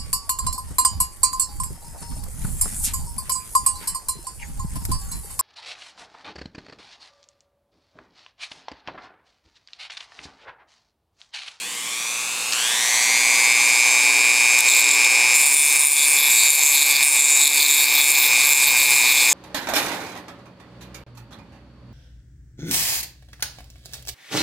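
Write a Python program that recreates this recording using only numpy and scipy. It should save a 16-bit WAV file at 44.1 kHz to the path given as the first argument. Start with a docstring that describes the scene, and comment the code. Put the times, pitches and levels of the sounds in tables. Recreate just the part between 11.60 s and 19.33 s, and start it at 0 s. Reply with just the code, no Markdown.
"""A small room, close to a mains-driven hand-held rotary tool that runs up in two steps of its speed dial.
Magnetic force, pulsing twice per mains cycle, modulates the whine of the armature slots, over shaft
harmonics and turbulent cooling air. Then the tool's stone grinds a steel hook held in pliers: one impact
a turn drives the hook's resonant modes, and the microphone's gain control ducks the motor under them."""
import sys
import numpy as np
from scipy import signal
from scipy.fft import rfft, irfft, next_fast_len
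from scipy.io import wavfile
from scipy.ndimage import uniform_filter1d, map_coordinates

SR = 44100
rng = np.random.default_rng(int(sys.argv[2]) if len(sys.argv) > 2 else 0)


def dump_mix(stems):
    """Bounce the given channels to the path in sys.argv[1] as a 16-bit WAV at rate SR."""
    frames = np.atleast_2d(stems).T  # one column per channel
    limited = np.clip(frames, -1, 1)  # hard clip at full scale
    pcm = np.round(limited * 32767).astype(np.int16)
    wavfile.write(sys.argv[1], SR, pcm)


N = 340893
TIME = np.arange(N) / SR


def amp(db):
    """Decibels to amplitude ratio."""
    return 10 ** (np.asarray(db) / 20)


def unit(x):
    """Normalisation to rms 1."""
    return x / np.sqrt(np.mean(x ** 2) + 1e-20)


def along(points, hz):
    """Interpolation of (frequency [Hz], value) points on a logarithmic frequency axis."""
    f, v = np.transpose(points)
    return np.interp(np.log(hz + 1), np.log(f + 1), v)


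def wobble(rate):
    """Slow random modulation: a spline through `rate` Gaussian knots a second."""
    coarse = TIME[::32]
    knots = rng.standard_normal(int(N * rate / SR) + 4)
    return np.interp(TIME, coarse, map_coordinates(knots, [coarse * rate]))


def filtered(x, response):
    """Linear filtering: the spectrum of x times a complex frequency response."""
    m = next_fast_len(N + SR // 2)
    return irfft(rfft(x, m) * response(np.fft.rfftfreq(m, 1 / SR)), m)[..., :N]


def modes(table):
    """Modal superposition: the response of damped resonators, summed with alternating sign."""
    return lambda f: sum((-1) ** k * amp(db) * 1j * f * width / (hz * hz - f * f + 1j * f * width)
                         for k, (hz, width, db) in enumerate(table))


def noise(spectrum):
    """Spectral shaping: white noise coloured to a spectrum, at rms 1."""
    return unit(filtered(rng.standard_normal(N), lambda hz: amp(along(spectrum, hz))))


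def tones(table, turns, waver_db):
    """Harmonic series: sines on multiples of the shaft rate, wavering in level by waver_db."""
    return sum(amp(db + waver_db * wobble(9)) * np.sin(2 * np.pi * (k * turns + rng.random()))
               for k, db in table)


def impulses(places, sizes):
    """Band-limited interpolation: windowed sinc pulses that fall between samples."""
    taps = np.floor(places)[:, None].astype(int) + np.arange(-7, 9)
    offset = taps - places[:, None]
    shape = np.sinc(offset) * np.cos(offset * np.pi / 16) ** 2
    return np.bincount(np.clip(taps, 0, N + 15).ravel(), (shape * sizes[:, None]).ravel(), N + 16)[:N]


# Background noise of the room: (frequency [Hz], relative spectral level [dB])
ROOM_TONE_SPECTRUM = [(15, -20), (30, -20), (60, -17), (170, 7), (350, 6.5), (1000, -12)]

def room_tone():
    """Stationary broadband noise, strongest in the low hundreds of hertz."""
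    return amp(-50) * noise(ROOM_TONE_SPECTRUM)


# Decay of the room: (frequency [Hz], reverberation time T60 [s])
ROOM_DECAY = [(200, 0.42), (2000, 0.077), (12000, 0.054)]
# Faint stereo width, spectrum of the left-right difference: (frequency [Hz], relative level [dB])
WIDTH_SPECTRUM = [(60, -8), (200, -18), (400, 3), (1300, -15), (2400, -5), (4400, -22), (8000, 3.5),
                  (11000, -56), (15000, -21)]

def reverberation(x):
    """A diffuse field decays exponentially in each band; a faint left-right difference adds width."""
    hz, t, spectra = signal.stft(rng.standard_normal((2, SR // 2)), SR, nperseg=256)
    tails = signal.istft(spectra * amp(-60 * t / along(ROOM_DECAY, hz)[:, None]), SR, nperseg=256)[1]
    delayed = np.pad(x, (150, 0))[None]
    mid, side = signal.fftconvolve(delayed, tails / np.linalg.norm(tails[0]), axes=1)[:, :N]
    side = amp(-25) * filtered(side, lambda hz: amp(along(WIDTH_SPECTRUM, hz)))
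    return amp(-16) * mid + np.array([side, -side])


# Low tones of fixed pitch: (frequency [Hz], level [dB])
HUM_TONES = [(119, -62), (156, -66), (188, -59), (360, -74), (480, -53)]

def hum():
    """Superposition of faint pure tones, each slowly modulated in amplitude."""
    return sum(amp(db + 1.8 * wobble(3.2)) * np.sin(2 * np.pi * hz * TIME) for hz, db in HUM_TONES)


# Detent clicks of the speed dial: (time [s], excitation level [dB])
DIAL_CLICKS = [(0.9228, -11), (0.933, -8)]

def dial_clicks():
    """Impact excitation: each plastic detent rings two heavily damped modes of the casing."""
    bursts, t = np.zeros(N), np.arange(SR // 50) / SR
    attack = 1 - np.exp(-t / 0.00063)
    for s, db in DIAL_CLICKS:
        envelope = amp(db - 2.5 - 60 * t / 0.02) * attack
        bursts[round(s * SR):][:len(t)] += envelope * rng.standard_normal(len(t))
    return filtered(bursts, modes([(3800, 2700, 8.0), (7040, 4500, 1)]))


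# Target speed of the high setting, wandering with the load: (time [s], shaft rate [Hz])
HIGH_SPEED = [(0.93, 286.4), (3.94, 290.6), (4.56, 290.5), (5.1, 289.6), (5.3, 290.7), (5.42, 289.5),
              (5.6, 289.5), (5.82, 290.6), (6.0, 290.0), (6.29, 290.2), (7.12, 288.6), (7.68, 289.3)]
START_HZ, LOW_HZ, LOW_RISE_S, HIGH_RISE_S = 103.3, 185.3, 0.565, 0.3655

def shaft_rate():
    """First-order step response: the shaft rate [Hz] nears each dial setting exponentially."""
    low = LOW_HZ - (LOW_HZ - START_HZ) * np.exp(-TIME / LOW_RISE_S)
    click_s = DIAL_CLICKS[-1][0]
    target = np.interp(TIME, *np.transpose(HIGH_SPEED))
    step_hz = HIGH_SPEED[0][1] - np.interp(click_s, TIME, low)
    high = target - step_hz * np.exp(-(TIME - click_s) / HIGH_RISE_S)
    return np.where(TIME < click_s, low, high)


def speed_law_db(speed, per_doubling_db, low_cut_db):
    """Power law: level against speed (1 = full), with a further cut on the dial's low setting."""
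    on_low = np.interp(TIME, [DIAL_CLICKS[0][0], DIAL_CLICKS[-1][0]], [1, 0])
    return per_doubling_db * np.log2(speed) - low_cut_db * on_low


MAINS_HZ = 60.006

def magnetic_force():
    """Phase control fires once per mains half-cycle: the force rises fast and falls more slowly."""
    firing, rise, fall = 0.911, 0.066, 0.28  # fractions of a half-cycle
    cycle = (2 * MAINS_HZ * TIME - firing) % 1
    return unit((1 - np.exp(-(cycle / rise) ** 2)) * np.exp(-(cycle / fall) ** 2))


# Roar of the cooling air: (frequency [Hz], relative spectral level [dB])
ROAR_SPECTRUM = [(20, -60), (60, -54), (130, -45), (400, -9), (650, -6.5), (870, 1), (1150, 0.5),
                 (1330, -12.5), (1600, -1.5), (1900, -4.5), (2300, 3.5), (3000, -10.5), (5000, -21.5)]
# Hiss of the cooling air: (frequency [Hz], relative spectral level [dB])
HISS_SPECTRUM = [(1500, -20.5), (3000, -6.5), (4200, -1.5), (5500, -3.5), (7500, 4), (9500, -1),
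                 (11500, -8), (14000, -13), (15800, -29.5)]

def cooling_air(speed, flow, pulses):
    """Turbulence noise grows with speed; the hiss pulses as the brushes spark while current flows."""
    roar = amp(-27.5) * flow * noise(ROAR_SPECTRUM)
    hiss_db = -21.5 + speed_law_db(speed, per_doubling_db=6.7, low_cut_db=1.8) + 0.23 * wobble(30)
    sparks = unit(1 + 0.057 * pulses)
    return roar + amp(hiss_db) * sparks * noise(HISS_SPECTRUM)


# Fan tones that leave with the cooling air: (shaft order [1], relative level [dB])
FAN_ORDERS = [(3, -42), (13, -32.5), (18, -30), (35, -38.5)]
BEARING_ORDER, BEARING_WAVER_HZ = 25.86, 58

def rotor_tones(speed, turns):
    """Rotational orders: fan harmonics, a frequency-modulated bearing tone and unbalance."""
    bearing_level = speed ** 2.5 * amp(-28.5 + 3 * wobble(90))
    drift = BEARING_WAVER_HZ * np.cumsum(wobble(120)) / SR
    bearing = bearing_level * np.sin(2 * np.pi * (BEARING_ORDER * turns + drift))
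    # unbalance grows steeply with speed and beats with the magnetic force
    sideband = 0.72 * np.sin(2 * np.pi * (turns + 2 * MAINS_HZ * TIME))
    unbalance = speed ** 4 * amp(-48.5 + 2.1 * wobble(3.95)) * (np.sin(2 * np.pi * turns) + sideband)
    fan = speed ** 2.1 * tones(FAN_ORDERS, turns, waver_db=0)
    return fan + bearing + unbalance


# Slot harmonics: (shaft order [1], relative level at full speed [dB], change per speed doubling [dB])
SLOT_ORDERS = [(8, .5, -1), (16, -8, -4.5), (24, -9, -2), (32, -22, -1), (40, -21.5, -13.5)]

def slot_whine(speed, turns, pulses):
    """Amplitude modulation: the magnetic force chops the armature's slot-passing tones into bursts."""
    whine = np.zeros(N)
    for order, db, per_doubling_db in SLOT_ORDERS:
        level = amp(db + per_doubling_db * np.log2(speed) + 0.77 * wobble(25))
        whine += level * np.sin(2 * np.pi * round(order) * turns + 0.029 * wobble(44))
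    return amp(-12 + speed_law_db(speed, per_doubling_db=7.7, low_cut_db=5.5)) * pulses * whine


# Resonances of the casing: (frequency [Hz], bandwidth [Hz], gain [dB])
CASING_MODES = [(1090, 67, -12), (2464, 400, 0.5), (3530, 460, -2), (4386, 320, -5), (5980, 400, 0),
                (7710, 480, -1.5)]
# Harmonics of the once-a-turn rattle: (shaft order [1], relative level [dB])
RATTLE_ORDERS = [(12, -41.5), (14, -34), (15, -43), (17, -31.5), (22, -33), (23, -36), (25, -40),
                 (26, -32.5), (27, -42), (28, -43), (29, -32), (30, -53), (31, -28.5), (39, -29), (41, -43)]
WHINE_DROP_S = 7.694  # the whine drops away just before the end

def motor(speed, turns):
    """Forced vibration: whine and rattle pass through the casing's modes; the rest radiates directly."""
    flow = amp(speed_law_db(speed, per_doubling_db=9.4, low_cut_db=0.87))
    whine_drop = np.where(TIME < WHINE_DROP_S, 1, 0.3)
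    pulses = whine_drop * magnetic_force()
    whine = slot_whine(speed, turns, pulses)
    rattle = amp(5) * flow * tones(RATTLE_ORDERS, turns, waver_db=3)
    casing = filtered(whine + rattle, modes(CASING_MODES))
    rotor = amp(3.5) * flow * rotor_tones(speed, turns)
    return casing + rotor + hum() + cooling_air(speed, flow, pulses)


# Modes of the steel hook in five groups, low to high: (frequency [Hz], bandwidth [Hz], gain [dB])
HOOK_MODES = [
    [(1770, 200, -17), (3500, 225, 0), (3798, 155, 5), (4200, 160, 2.5), (4680, 270, -2.5)],
    [(6470, 680, -12.5), (7270, 270, 3.5), (7900, 320, -0.5), (8240, 160, -7)],
    [(9050, 1290, 4), (9690, 750, 3.5)],
    [(10930, 550, 1.5), (12580, 770, 1)],
    [(14220, 720, 2.5), (15070, 550, 0)],
]
# First light touches of the stone: (time [s], level [dB], offset for the high modes [dB])
FIRST_TOUCHES = [(2.9871, -2, -14), (3.0043, -2, -12), (3.0818, 0, -25), (3.0864, 0, -15), (3.097, 0, -17),
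                 (3.1034, -4, -13), (3.1124, -1, -17), (3.119, -1, -21), (3.1254, -4, -14),
                 (3.135, -2, -19), (3.1467, -3.5, -13), (3.1554, -6, -16), (3.163, -1, -14),
                 (3.169, -2, -15), (3.1768, -3, -15), (3.186, -6, -13), (3.194, -2, -8), (3.2044, -5, -9),
                 (3.2134, -6, -13), (3.222, -5, -17), (3.24, -4, -21), (3.247, -4.5, -24),
                 (3.2645, -8, -19), (3.288, -2, -23), (3.305, -3, -24), (3.3114, -0.5, -27),
                 (3.3184, -6, -11), (3.3303, -5, -20), (3.3354, -6, -21), (3.3454, -7, -11),
                 (3.444, -4.5, -17)]
TOUCH_LOW_DB, RING_DB = -7.5, 14  # offset for the low modes; excess of a scratch over the ring it leaves

def touches():
    """Transient excitation: scratches of a few milliseconds leave the hook's modes ringing freely."""
    drives, t = np.zeros((3, N)), np.arange(SR // 70) / SR
    attack = 1 - np.exp(-(t / 0.0011) ** 2)
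    for s, db, high_db in FIRST_TOUCHES:
        scratch = amp(db + RING_DB - 60 * t / 0.013) * attack * rng.standard_normal(len(t))
        drives[:, round(s * SR):][:, :len(t)] += amp([[TOUCH_LOW_DB], [0], [high_db]]) * scratch
    bands = HOOK_MODES[0], HOOK_MODES[1], HOOK_MODES[2] + HOOK_MODES[3] + HOOK_MODES[4]
    return filtered(drives, lambda hz: np.array([modes(band)(hz) for band in bands])).sum(0)


# Successive holds of the stone on the hook:
# (start time [s], pressure level [dB], place [mm], bounce [0-1], shake of the pliers [dB])
HAND_HOLDS = [(3.745, -1, .8, .65, -64), (3.93, 1.5, .1, 1, -64), (4.04, 0.7, 0.18, .95, -51),
              (4.26, 1.2, 0.093, 0.47, -67), (4.36, 3, 0.24, .6, -68), (4.46, 0, 0.33, .7, -57),
              (4.57, -2.1, 9.4, 0.6, -52), (4.695, 0.5, 7.5, 0.1, -62), (4.87, 0, 9.5, 0.57, -60),
              (5.08, 0, 8.5, 1, -59), (5.33, -1.5, 11, .95, -46), (5.43, 1.2, 0.22, 0.6, -56),
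              (5.57, 2.5, 2.2, 0.9, -60), (5.73, 1.5, 3.9, 0.4, -62), (5.84, 0.5, 9.9, .9, -56),
              (5.97, -0.8, 6, 0.55, -63), (6.26, -1, 12.6, 0.8, -49), (6.41, -2, 6.5, 0.8, -57),
              (6.52, 1, 11.5, 0.6, -53), (6.68, -4.5, 22, 0.3, -49), (6.76, -4, 7, .95, -49),
              (6.9, -3.5, 7.2, 1, -51), (7.06, -2.5, 12, .87, -43), (7.125, -10, 11.5, .8, -43),
              (7.165, -2.3, 10.6, 0.8, -43), (7.4, -3.2, 11, 0.6, -47), (7.694, -2.5, 3.6, 0.3, -59)]
MOVE_S = 0.0093

def hand():
    """Moving-average smoothing: pressure, place, bounce and shake glide briefly from hold to hold."""
    starts, *columns = np.transpose(HAND_HOLDS)
    row = np.clip(np.searchsorted(starts, TIME) - 1, 0, None)
    return [uniform_filter1d(column[row], int(MOVE_S * SR)) for column in columns]


# Response along the hook: (place [mm], level of each of the five mode groups [dB], roughness [0-1])
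HOOK_SPOTS = [(0, -25, -19, -15, -25, -28.5, 0.48), (3, -22.5, -11.5, -20, -26.5, -34, 0.22),
              (6, -16, -14.5, -19.5, -20.5, -21.5, .4), (9, -20.5, -14, -20, -17.5, -28, 0.46),
              (12, -19, -25, -28, -26, -19.5, 0.68)]
TREMBLE_DB = 1.5  # unsteadiness of the hand

def grinding(turns):
    """Periodic impact and friction: the stone's high spot strikes and scrapes the hook once a turn."""
    press_db, place, bounce, shake_db = hand()
    spot_mm, *columns = np.transpose(HOOK_SPOTS)
    *group_db, roughness = (np.interp(place, spot_mm, column) for column in columns)
    turn = np.floor(turns).astype(int)
    angle = turns - turn
    onsets = np.interp(np.arange(turn[-1] + 1), turns, np.arange(N))  # first sample of each turn
    shared_db = 3.13 * rng.standard_normal(len(onsets))
    scrape = np.exp(-((angle - 0.3) / 0.24) ** 2)  # pressure swells and fades as the high spot passes
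    ringing = np.zeros(N)
    for db, group in zip(group_db, HOOK_MODES):
        top_hz = group[-1][0]
        rough = np.clip(roughness * (top_hz / 9000) ** 0.12, 0, 1)  # low modes average over more grains
        # a bouncing hook misses much of every second strike; a light one still stirs the low modes
        lost = np.clip(bounce * (top_hz / 11000) ** 0.53, 0, 0.93)
        alternation = np.where(turn % 2, 1 - lost, 1 + lost) / np.sqrt(1 + lost ** 2)
        scatter_db = shared_db + 1.8 * rng.standard_normal(len(onsets))
        size = amp(rough * scatter_db[turn]) * alternation
        strike_at = onsets + 45 + 0.3 * rng.standard_normal(len(onsets))
        strikes = unit(impulses(strike_at, size[onsets.astype(int)]))
        # the same grains come round every turn, until the hand drifts to another track of the stone
        grains = map_coordinates(rng.standard_normal((80, 130)), [TIME * 7.5, angle * 128], order=1)
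        repeating = unit(0.54 * strikes + unit(size * scrape * grains))
        loose = unit(size * scrape * rng.standard_normal(N))
        drive = np.sqrt(1 - rough) * repeating + np.sqrt(rough) * loose
        ringing += amp(press_db + db + TREMBLE_DB * wobble(14)) * unit(filtered(drive, modes(group)))
    shake = amp(shake_db) * np.sin(np.pi * turns)  # subharmonic at half the shaft rate
    contact_s = HAND_HOLDS[0][0]
    return (ringing + shake) * np.interp(TIME, [contact_s - MOVE_S, contact_s], [0, 1])


def scene():
    """Superposition of direct and reverberant sound; one shaft angle times both motor and grinding."""
    rate_hz = shaft_rate()
    turns = np.cumsum(rate_hz) / SR
    direct = motor(rate_hz / rate_hz.max(), turns) + touches() + grinding(turns) + dial_clicks()
    direct += room_tone()
    return direct + reverberation(direct)


THRESHOLD_DB, GAIN_SHARE, ATTACK_S, RECOVER_DB_PER_S = -5, 0.8, 0.001, 81
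CLIP_AT, KNEE, BASS_CUT_HZ, TOP_HZ = 0.82, 7, 55, 15850

def record(dry):
    """Dynamic compression ducks everything when the stone bites; soft clipping and band limits follow."""
    recovery_db = RECOVER_DB_PER_S * TIME
    level_db = 20 * np.log10(np.abs(dry).max(0) + 1e-6)
    peaks_db = np.maximum.accumulate(level_db + recovery_db) - recovery_db
    excess_db = np.logaddexp(0, peaks_db - THRESHOLD_DB)
    pole = np.exp(-1 / (ATTACK_S * SR))
    ducked = dry * amp(signal.lfilter([1 - pole], [1, -pole], -GAIN_SHARE * excess_db))
    rounded = ducked / (1 + np.abs(ducked / CLIP_AT) ** KNEE) ** (1 / KNEE)
    return filtered(rounded, lambda hz: (hz < TOP_HZ) * (hz / (hz - 1j * BASS_CUT_HZ)) ** 2)


dry = scene()
out = record(dry)
dump_mix(out)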